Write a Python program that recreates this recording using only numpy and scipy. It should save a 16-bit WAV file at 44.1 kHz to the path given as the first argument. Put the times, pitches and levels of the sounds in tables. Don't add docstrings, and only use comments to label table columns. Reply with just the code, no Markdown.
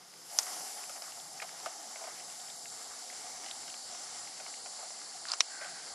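import sys
import numpy as np
from scipy import signal
from scipy.fft import rfft, irfft, next_fast_len
from scipy.io import wavfile
from scipy.ndimage import uniform_filter1d

SR = 44100
rng = np.random.default_rng(int(sys.argv[2]) if len(sys.argv) > 2 else 0)


def nominal_scale(level):
    x = np.asarray(level, float) / 20
    return 10 ** x


def output_pcm(signal):
    pcm = np.clip(np.atleast_2d(signal).T, -1, 1) * 32767
    wavfile.write(sys.argv[1], SR, np.round(pcm).astype(np.int16))


N = 261973
M = next_fast_len(N)
HZ = np.maximum(np.fft.rfftfreq(M, 1 / SR), 1)
SIDES = np.array([[1], [-1]])

# pitch_hz, density_db
YARD_COLOUR = [(80, -48), (110, -11), (170, -2.5), (240, -16.5), (400, -5.5), (600, -5), (780, -35)]
YARD_DB = -68.5
# pitch_hz, level_db, strongest_s
HUM_LINES = [
    (119.9, -84, 3.2),
    (181, -79, 5.2),
    (181, -80, .1),
    (239.8, -75, 3.3),
    (3117, -77, 2.7),
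    (3357, -80, 2.7),
    (3597, -73, 2.7),
    (3836, -69.5, 3),
]
HUM_FADE_DB_PER_S2 = 1.6
# start_s, level_db, hold_s
GUSTS_OF_WIND = [(.02, -91, 0.025), (.18, -89, .01), (.4, -93, 0.013), (2.31, -77, .03), (2.91, -80, .01),
                 (3.2, -78, 0.017), (3.36, -78.5, .04), (3.51, -80, 0.084), (3.85, -78, 0.052),
                 (4.1, -78.5, .12), (4.48, -86, .03), (4.63, -84, 0.032), (4.75, -78, 0.02),
                 (5.26, -72, 0.0092), (5.41, -93, .01), (5.93, -76, .01)]
GUST_RISE_DB_PER_S, GUST_FALL_DB_PER_S = 330, 300

# time_s, gas_flow_db, can_draught_db
BURN_COURSE = [(0, -68.5, 2.5), (.28, -59, 0.5), (.33, -50.5, 0.5), (.53, -44, 1.5), (.71, -46, 0),
               (.82, -48.5, 0), (1.25, -53.5, -2), (1.59, -50, 1.5), (2.07, -49.5, 0.5), (2.3, -50.5, -1),
               (2.702, -50.5, -2), (3.45, -48, 0.4), (3.87, -50, -2.5), (3.93, -47, 1), (4.47, -49.5, -1.5),
               (4.8, -49.5, -1.5), (5.06, -50, -1.5), (5.94, -49.5, -1)]
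STEADY_FLOW_DB = -50
CATCH_S, FLARE_RISE_S, FLARE_DIES_S = 0.378, 0.16, 0.42
# steady_level_db, flow_share, draught_share, flare_db, trend_db_per_s
HUM_LAW, ROAR_LAW, RUSH_LAW = (-56.5, 0.13, 0.9, 3.5, 0.03), (-56, 0.42, 1.17, 2, 0.16), (-52, 0.42, 0, 3.5, 0.07)
HISS_LAW, SIZZLE_LAW = (-50.5, 0.8, -0.64, 1.5, 0), (-54, 0.5, -0.67, 8, -0.23)
CORE_LAW, SKIRT_LAW = (-56.5, 2.5, 1.5, -16.5, -0.74), (-65.5, 1.5, -2.4, -3, 1.5)
# pitch_hz, density_db
ROAR_COLOUR = [(200, -17), (300, -10), (450, -11), (600, -14), (1000, -8.5), (1250, -6), (1700, -11),
               (2150, -8), (2450, -13.5), (2620, -14.5), (2900, -11), (3500, -12), (3800, -12.5),
               (4300, -25)]
# pitch_hz, density_db
RUSH_COLOUR = [(3300, -42), (3900, -9.5), (4200, -3), (4600, -0.5), (5300, 4), (5900, -1), (6700, -0.5),
               (7300, -26)]
# pitch_hz, density_db
HISS_COLOUR = [(3820, -51), (6500, -14), (7250, 1), (8300, -9.5), (10800, -12), (18300, -120)]
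# pitch_hz, density_db
SIZZLE_COLOUR = [(7400, -19), (8000, -12), (8300, -27), (8900, 4), (9700, -1), (10300, 0.5), (11000, -1.5),
                 (12000, -2), (12900, -28)]
# pitch_hz, likeness
STEREO_LIKENESS = [(60, .99), (150, 0.7), (300, .65), (500, 0.8), (1000, 0.85), (2000, 0.9), (4000, .93),
                   (6300, .97), (7600, 1), (10000, 0.5), (11200, 0.53)]
CORE_HZ, CORE_WIDTH_HZ, SKIRT_HZ, SKIRT_WIDTH_HZ = 5750, 1300, 4520, 1040
# pitch_hz, width_hz, level_db
CHARGE_MODES = [(1210, 460, 18.5), (2250, 400, -35), (3000, 330, -13), (4080, 890, 4)]
# start_s, level_db, hold_s
LEAKS = [
    (3.3, -51, 0.08),
    (4.08, -57, 0.082),
    (4.82, -74, .05),
]
LEAK_RISE_DB_PER_S, LEAK_FALL_DB_PER_S = 47, 40

CAN_HZ, CAN_WIDTH_HZ, CAN_SIDE_DB = 727, 119, -16.5
NECK_MODE = (888, 80, -8)   # pitch_hz, width_hz, level_db
COLD_CAN_DB, CAN_SINGS_S = -9, 0.318
# pitch_hz, width_hz, level_db
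TIN_MODES = [(1236, 70, -1), (1552, 60, 0), (2100, 120, -3), (3200, 450, -5), (4360, 2800, -12)]
# pitch_hz, width_hz, level_db
SPIT_TREBLE_MODES = [(4300, 1800, -6.5), (6450, 500, -5), (6400, 230, 3), (8550, 420, -16)]
# start_s, peak_db, pitch_hz, thump_db
WET_SPITS = [(.607, -51, 900, 11.5), (0.3204, -51, 930, 0), (0.4643, -40, 3000, -5),
             (0.8944, -39.5, 1280, -4), (0.9602, -41.5, 1460, -1), (1.0194, -40.5, 1370, 2),
             (1.172, -59, 900, 17), (1.4187, -30.5, 2080, -7), (1.4233, -32.5, 1240, -3),
             (1.6596, -29.5, 1230, -0.5), (1.9574, -37, 2080, -3.5), (2.012, -46, 1100, 6),
             (2.0398, -41.5, 2000, 3.5), (2.0694, -50.5, 1200, 16.5), (2.1979, -42, 2070, -1.5),
             (3.1263, -45, 1840, 2), (3.461, -37.5, 2900, -8), (3.6301, -43, 900, -6),
             (3.6785, -37.5, 3000, -7), (3.7408, -38.5, 1500, -19), (4.3996, -38.5, 1510, -5),
             (4.6578, -38.5, 1830, -1), (4.79, -52.5, 900, 14), (4.828, -57.5, 900, 18.5),
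             (4.853, -55, 1500, 11), (4.903, -53, 900, 11.5), (5.6121, -40, 1470, 1.5),
             (5.6452, -38, 1430, -2), (5.87, -39.5, 1520, -13)]
# start_s, peak_db, pitch_hz
DRY_TICKS = [(.1381, -43, 1700), (3.4365, -37.5, 1700), (0.8385, -35, 2210), (1.04, -40, 2000),
             (1.121, -38.5, 2660), (1.491, -36.5, 1570), (2.484, -45, 2300), (2.6566, -35, 1500),
             (3.2665, -39, 1210), (3.4434, -35, 1400), (3.4847, -36, 2860), (3.5109, -37, 3120),
             (3.9492, -37, 1170), (4.2747, -37, 2000), (4.464, -33, 1490), (4.54, -38, 2170),
             (5.016, -39, 1560), (5.2265, -50.5, 1740)]
SPIT_T60_S, TICK_T60_S, LOW_RINGS_LONGER = 0.057, 0.016, 0.15
TICK_THUMP_DB, SPIT_TREBLE_DB, TICK_TREBLE_DB = -32, -15.5, -13

# start_s, peak_db, pitch_hz, echo_db
IGNITION_SNAP = [
    (.3875, -6, 5700, -17),
    (.3877, -22, 7300, -10),
    (.3876, -26, 11500, -14),
    (.3876, -24, 9300, -12),
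    (.3878, -30, 3300, -10),
    (.3872, -31, 1900, -10),
    (.3872, -33, 1300, -12),
    (.3868, -33, 820, 0),
    (.3874, -32, 2600, -8),
]
# start_s, peak_db, pitch_hz, echo_db
CHARGE_PRICKS = [(0.43, -30.5, 6600, -2), (.378, -32, 9500, -8), (.8949, -37, 6700, -3),
                 (1.0212, -33.5, 4900, -4.5), (1.659, -37, 4470, -5), (2.5, -42, 3700, 5),
                 (2.204, -44, 2700, -1), (1.9585, -43, 1500, -11), (2.7, -35, 5600, -8),
                 (3.4618, -34, 4500, -11), (3.5115, -35, 3400, -7), (3.5118, -38, 3700, 1),
                 (3.462, -46, 3060, 0), (3.7, -41, 3300, 2), (3.1, -37, 2030, -3), (2.3, -46, 2800, -5),
                 (3.741, -40, 2900, -10), (5.016, -49, 3200, -6), (1.4, -32, 2040, -1),
                 (2.4, -49, 3300, -10), (1.6, -39, 5200, -1), (2.4, -43, 3600, -11),
                 (1.2, -38, 3600, -15.5), (2.4838, -43.5, 3300, -9)]
# start_s, peak_db, pitch_hz, echo_db
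STONE_CLICKS = [(5.2535, -31.5, 1570, -18), (5.2535, -40, 3200, -12), (5.2858, -27, 4500, -9),
                (5.2862, -39, 6300, -5), (5.301, -31, 4000, -14), (5.3175, -50, 2520, -10),
                (5.3177, -17.5, 4900, -5), (5.3178, -25, 7000, -10), (5.291, -35, 5200, -3),
                (5.2955, -35, 4330, -3), (5.3075, -37, 5000, -7), (5.3172, -35.5, 770, 5),
                (5.3325, -32, 4600, -8), (5.3355, -22.5, 5100, -1.5), (5.3362, -40, 8000, 5),
                (5.3177, -33, 9400, -17), (5.3355, -25.5, 1110, -1), (5.3362, -33, 3000, 2),
                (5.3435, -30, 6400, -7)]
# start_s, peak_db, pitch_hz, echo_db
HARD_STONE = [(5.4034, -29, 6000, -8), (5.4059, -9.5, 5600, -11), (5.4053, -13, 3900, -11),
              (5.4066, -26, 3200, -14), (5.4054, -18.5, 2200, -8), (5.4055, -21, 1100, -14),
              (5.4066, -19, 6900, -14), (5.4045, -31, 9300, -4), (5.4008, -36, 8000, -3),
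              (5.4056, -27, 720, -10), (5.4085, -24, 2600, -6), (5.4105, -24, 5200, -4)]
CRACK_TAIL_S, STONE_TAIL_S, PRICK_TAIL_S = .021, .016, .018
LOW_CRACKS_LONGER = 0.32
CRACK_PAN_DB = 1.2
# start_s, level_db, hold_s
BOOT_DRAGS = [
    [(5.289, -45, 0.029), (5.334, -44, 0.0047)],
    [(5.5, -54, .02), (5.55, -51, 0.013), (5.612, -47, 0.025), (5.66, -49.5, 0.022), (5.755, -54, 0.018),
     (5.85, -59, .01)],
]
# pitch_hz, width_hz, level_db
GRAVEL_MODES = [
    [(805, 330, -16), (1200, 250, 6), (4600, 1500, -3.5)],
    [(1430, 450, 0), (1570, 82, 10), (1940, 190, -3.5)],
]
# rise_db_per_s, fall_db_per_s
DRAG_SLOPES = [(500, 800), (250, 190)]
DRAG_PAN_DB = (3.5, 0.6)

# pitch_hz, lead_rad
PORT_LEAD = [(0, -0.7), (6630, 0.0), (7150, 0.88), (8440, 0.38), (9220, 1.5), (9820, 0), (10200, 1.5),
             (10500, -2.5), (11100, -0.2), (12600, 1.5)]
# pitch_hz, balance_db
PORT_LEAN = [(100, 0), (7400, 0), (8400, 4), (10000, 4.5), (11000, 2), (12500, 1)]
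NOTCH_HZ, NOTCH_SAG_HZ_PER_S = (9150, 10790), (63, 133)
CLOSE_SHIFT_HZ, CLOSE_S = (1610, 350), 0.15
# time_s, level_db
NOTCH_DEPTH = [
    (0, -2.5),
    (.8, -8),
    (1.7, -11.5),
    (3, -8.5),
    (4.5, -4.5),
    (5.94, -6),
]
TOP_START_DB, TOP_DULLS_DB_PER_S = 0.5, 2
# pitch_hz, threshold_db
LOST_UNDER = [(40, -26), (90, -15), (130, -16), (170, -17), (300, -21), (2000, -22), (2450, -20),
              (2600, -15.5), (2750, -20), (3700, -18), (3900, -14.5), (4100, -18), (7000, -17), (8500, -13),
              (10500, -15), (12500, -19)]
EDGE_HZ, EDGE_SAG_HZ_PER_S, EDGE_WANDER_HZ = 12750, 170, 220
EDGE_DIP_S, EDGE_DIP_HZ, EDGE_DIP_WIDTH_S = 7.2, 800, .17
SIDE_DROP_DB, SIDE_WAVER_DB = 11.5, 6


def rms_one(x):
    return x / np.sqrt(np.mean(x ** 2) + 1e-20)


def at_hz(points):
    hz, value = np.transpose(points)
    return np.interp(np.log(HZ), np.log(np.maximum(hz, 1)), value)


def drift(rate):
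    r = np.exp(-80 * np.pi * rate / SR)
    noise = rng.standard_normal(N // 40 + 2002)
    slow = signal.lfilter([1], [1, -2 * r, r * r], noise)[2000:]
    return np.interp(np.arange(N) / 40, np.arange(len(slow)), rms_one(slow))


def resonate(x, hz, width_hz):
    r = np.exp(-np.pi * width_hz / SR)
    zeros = np.array([1, 0, -1]) * (1 - r * r) / 2
    return signal.lfilter(zeros, [1, -2 * r * np.cos(2 * np.pi * hz / SR), r * r], x + 1e-18)


def through(x, modes):
    return sum((-1) ** k * nominal_scale(db) * resonate(x, hz, width) for k, (hz, width, db) in enumerate(modes))


def above(x, hz):
    return signal.sosfilt(signal.butter(4, hz, "high", fs=SR, output="sos"), x)


def lean_right(pan_db):
    return nominal_scale(-pan_db * SIDES)


def swells(rows, rise_db, fall_db):
    t = np.arange(N) / SR
    levels = [db - rise_db * np.maximum(s - t, 0) - fall_db * np.maximum(t - s - hold, 0)
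              for s, db, hold in rows]
    return nominal_scale(np.max(levels, axis=0))


def burning(level_db, flow_share, draught_share, flare_db, trend_db):
    t = np.arange(N) / SR
    s, flow_db, draught_db = np.transpose(BURN_COURSE)
    flare = np.clip((t - CATCH_S) / FLARE_RISE_S + 1, 0, 1)
    flare = flare * np.exp(-np.maximum(t - CATCH_S, 0) / FLARE_DIES_S)
    swing_db = flow_share * (flow_db - STEADY_FLOW_DB) + draught_share * draught_db
    return nominal_scale(level_db + np.interp(t, s, swing_db) + flare_db * flare + trend_db * t)


def turbulence(spectrum, flicker_db, rate, count):
    alike = np.clip(at_hz(STEREO_LIKENESS), 0, 1)
    mid, side = rfft(rng.standard_normal((2, M))) * nominal_scale(at_hz(spectrum))
    pair = np.sqrt(1 + alike) * mid + np.sqrt(1 - alike) * side * SIDES
    low, high = spectrum[0][0], spectrum[-1][0]
    place = np.interp(np.log(HZ), np.log([low, high]), [0, count - 1])
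    inside = (HZ > low) & (HZ < high)
    total = 0
    for k in range(count):
        near = (place // 1 == k) | (place // 1 == k - 1)
        share = np.clip(1 - abs(place - k), 0, 1) ** .5 * near
        band = irfft(pair * inside * share, M)[:, :N]
        total = total + band * nominal_scale(flicker_db * drift(rate))
    return rms_one(total)


def far_yard():
    return nominal_scale(YARD_DB) * turbulence(YARD_COLOUR, 3.6, 4.6, count=4)


def hum():
    t = np.arange(N) / SR
    return sum(nominal_scale(db + 3.0 - HUM_FADE_DB_PER_S2 * (t - s) ** 2)
               * np.sin(2 * np.pi * (hz * t + rng.random())) for hz, db, s in HUM_LINES)


def wind():
    air = resonate(resonate(rng.standard_normal(N), 62, 40), 62, 60)
    return swells(GUSTS_OF_WIND, GUST_RISE_DB_PER_S, GUST_FALL_DB_PER_S) * rms_one(above(air, 50))


def jet():
    flutter = nominal_scale(0.58 * drift(13.3))
    grains = rng.random(N) < 300 / SR
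    grains = grains * nominal_scale(4.5 * np.minimum(rng.exponential(1, N), 2.5)) * rng.choice([-1, 1], N)
    crackle = nominal_scale(-12.0) * rms_one(through(grains, CHARGE_MODES))
    roar = burning(*ROAR_LAW) * (turbulence(ROAR_COLOUR, 2.4, 6.6, count=6) + crackle)
    rush = burning(*RUSH_LAW) * turbulence(RUSH_COLOUR, 0.34, 2.7, count=4)
    hiss = burning(*HISS_LAW) * turbulence(HISS_COLOUR, 1.0, 2.5, count=2)
    sizzle = burning(*SIZZLE_LAW) * turbulence(SIZZLE_COLOUR, 1.17, 18.0, count=6)
    return flutter * (roar + rush + hiss) + sizzle


def singing_rush():
    parts = [(CORE_LAW, CORE_HZ, CORE_WIDTH_HZ), (SKIRT_LAW, SKIRT_HZ, SKIRT_WIDTH_HZ)]
    total = np.zeros(N)
    for law, hz, width in parts:
        band = resonate(resonate(rng.standard_normal(N), hz, width), hz, width)
        total += burning(*law) * rms_one(band)
    return total


def can_hum():
    mid, side = rng.standard_normal((2, N)) * nominal_scale(1.3 * drift(26))
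    air = mid + nominal_scale(CAN_SIDE_DB) * side * SIDES
    locked = nominal_scale(COLD_CAN_DB * np.clip((CAN_SINGS_S - np.arange(N) / SR) / .03, 0, 1))
    cavity = through(air, [(CAN_HZ, CAN_WIDTH_HZ, 0), NECK_MODE])
    return locked * burning(*HUM_LAW) * rms_one(resonate(cavity, CAN_HZ, 560))


def spits():
    out, t = np.zeros(N), np.arange(4000) / SR
    rows = [spit + (SPIT_T60_S, SPIT_TREBLE_DB) for spit in WET_SPITS]
    rows += [tick + (TICK_THUMP_DB, TICK_T60_S, TICK_TREBLE_DB) for tick in DRY_TICKS]
    for s, db, hz, thump_db, ring_s, treble_db in rows:
        t60 = ring_s * (1500 / hz) ** LOW_RINGS_LONGER
        air = rng.standard_normal(len(t)) * np.clip(t / 0.00028, 0, 1)
        puff = air * (nominal_scale(-60 * t / t60) + nominal_scale(-60 * t / 0.0077))
        knock = 0.88 * resonate(puff, hz, 20 / ring_s) + 0.86 * through(puff, TIN_MODES)
        treble = through(puff, SPIT_TREBLE_MODES)
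        thump = resonate(air * nominal_scale(-35 * t / t60), 647, 160)
        layers = [(0, knock), (treble_db, treble), (thump_db, thump)]
        sound = sum(nominal_scale(gain_db) * x / abs(x).max() for gain_db, x in layers)
        at = round(s * SR)
        out[at:at + len(t)] += nominal_scale(db) * sound[:N - at]
    return above(out, 550)


def snaps(table, crack_s, t60, wide):
    out, t = np.zeros((2, N)), np.arange(4000) / SR
    for s, db, hz, echo_db in table:
        length = crack_s * (4000 / hz) ** LOW_CRACKS_LONGER
        burst = np.sin(np.pi * np.clip(t / length, 0, 1)) ** 2
        turns = rng.random() + 0.037 * wide * rng.normal() * SIDES
        crack = burst * np.sin(2 * np.pi * (hz * t + turns))
        tail = nominal_scale(echo_db - 60 * t / t60) * np.clip(2 * t / length - 1, 0, 1)
        mid, side = resonate(rng.standard_normal((2, len(t))), hz, 0.26 * hz)
        at = round(s * SR)
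        out[:, at:at + len(t)] += nominal_scale(db) * (crack + tail * rms_one(mid + wide * side * SIDES))
    return above(out, 590)


def charge():
    ignition = snaps(IGNITION_SNAP, crack_s=0.0012, t60=0.041, wide=0.065)
    pricks = snaps(CHARGE_PRICKS, crack_s=0.0015, t60=PRICK_TAIL_S, wide=.05)
    return spits() + ignition + pricks


def wheeze():
    leak = resonate(resonate(rng.standard_normal(N), 2200, 200), 1770, 300)
    return nominal_scale(-11.0) * swells(LEAKS, LEAK_RISE_DB_PER_S, LEAK_FALL_DB_PER_S) * rms_one(leak)


def scuff():
    clicks = rng.random(N) < 2500 / SR
    clicks = clicks * nominal_scale(1.1 * np.minimum(rng.exponential(1, N), 4)) * rng.choice([-1, 1], N)
    total = np.zeros((2, N))
    for shoves, slopes, modes, pan_db in zip(BOOT_DRAGS, DRAG_SLOPES, GRAVEL_MODES, DRAG_PAN_DB):
        drag = swells(shoves, *slopes) * rms_one(through(clicks, modes))
        total += above(drag, 490) * lean_right(pan_db)
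    return total


def boot():
    stones = snaps(STONE_CLICKS, crack_s=0.0016, t60=STONE_TAIL_S, wide=0.42) * lean_right(.8)
    crack = snaps(HARD_STONE, crack_s=0.0021, t60=CRACK_TAIL_S, wide=0.35) * lean_right(CRACK_PAN_DB)
    return stones + crack + scuff()


def microphone_ports(x):
    half = nominal_scale(at_hz(PORT_LEAN) / 2) * np.exp(.5j * at_hz(PORT_LEAD))
    return irfft(rfft(x, M) * np.array([half, 1 / half]), M)[:, :N]


def camera_thinning(x):
    mid_side = np.array([x[0] + x[1], x[0] - x[1]]) / 2
    hz, s, z = signal.stft(mid_side, SR, nperseg=2048, noverlap=1024)
    rows = hz[:, None]
    z *= nominal_scale((TOP_START_DB - TOP_DULLS_DB_PER_S * s) * np.clip((rows - 10500) / 1200, 0, 1))
    for start, sag, shift in zip(NOTCH_HZ, NOTCH_SAG_HZ_PER_S, CLOSE_SHIFT_HZ):
        centre = start - sag * s - shift * np.exp(-s / CLOSE_S)
        depth_db = np.interp(s, *np.transpose(NOTCH_DEPTH))
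        z[0] *= nominal_scale(depth_db * np.exp(-((rows - centre) / 170) ** 2))

    power = uniform_filter1d(uniform_filter1d(abs(z) ** 2, size=3, axis=2), size=4, axis=1)
    hiss = power[0, (hz > 4000) & (hz < 8000)].mean(axis=0)
    hiss = np.minimum(hiss, 8 * np.median(hiss))
    hiss = signal.lfilter([.25], [1, -.75], hiss)
    limit_hz, limit_db = np.transpose(LOST_UNDER)
    limit = nominal_scale(2 * np.interp(np.log(hz + 1), np.log(limit_hz), limit_db))

    held = s // .07 * .07
    edge = EDGE_HZ - EDGE_SAG_HZ_PER_S * held
    edge = edge - EDGE_DIP_HZ * np.exp(-((held - EDGE_DIP_S) / EDGE_DIP_WIDTH_S) ** 2)
    edge = edge + EDGE_WANDER_HZ * drift(1.5)[np.minimum((held * SR).astype(int), N - 1)]
    edge = edge // 172 * 172 + 86

    luck = uniform_filter1d(rng.standard_normal(power.shape), size=4, axis=2) * 2
    power = power * nominal_scale(luck * (4 * (rows > 7500) + .6 * (rows < 250)))
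    side_db = SIDE_WAVER_DB * drift(4.0)[np.minimum((s * SR).astype(int), N - 1)] + 8 * luck[1]
    side_db = side_db - 2 * SIDE_DROP_DB * np.clip(rows / 600, .8, 1)
    power[1] *= nominal_scale(side_db * (rows < 6500))

    band = np.minimum(np.arange(len(hz)) // 4 * 4 + 2, len(hz) - 1)
    keep = (power[:, band] > limit[:, None] * hiss) & (rows < edge)
    mid, side = signal.istft(z * keep, SR, nperseg=2048, noverlap=1024)[1][:, :N]
    return np.array([mid + side, mid - side])


def scene():
    surroundings = far_yard() + hum() + wind()
    candle = jet() + singing_rush() + can_hum() + charge() + wheeze()
    return surroundings + candle + boot()


def roll_off(x):
    return signal.sosfilt(signal.butter(12, 13010, fs=SR, output="sos"), x)


def record(dry):
    mix = camera_thinning(microphone_ports(dry))
    return roll_off(mix)


dry = scene()
out = record(dry)
output_pcm(out)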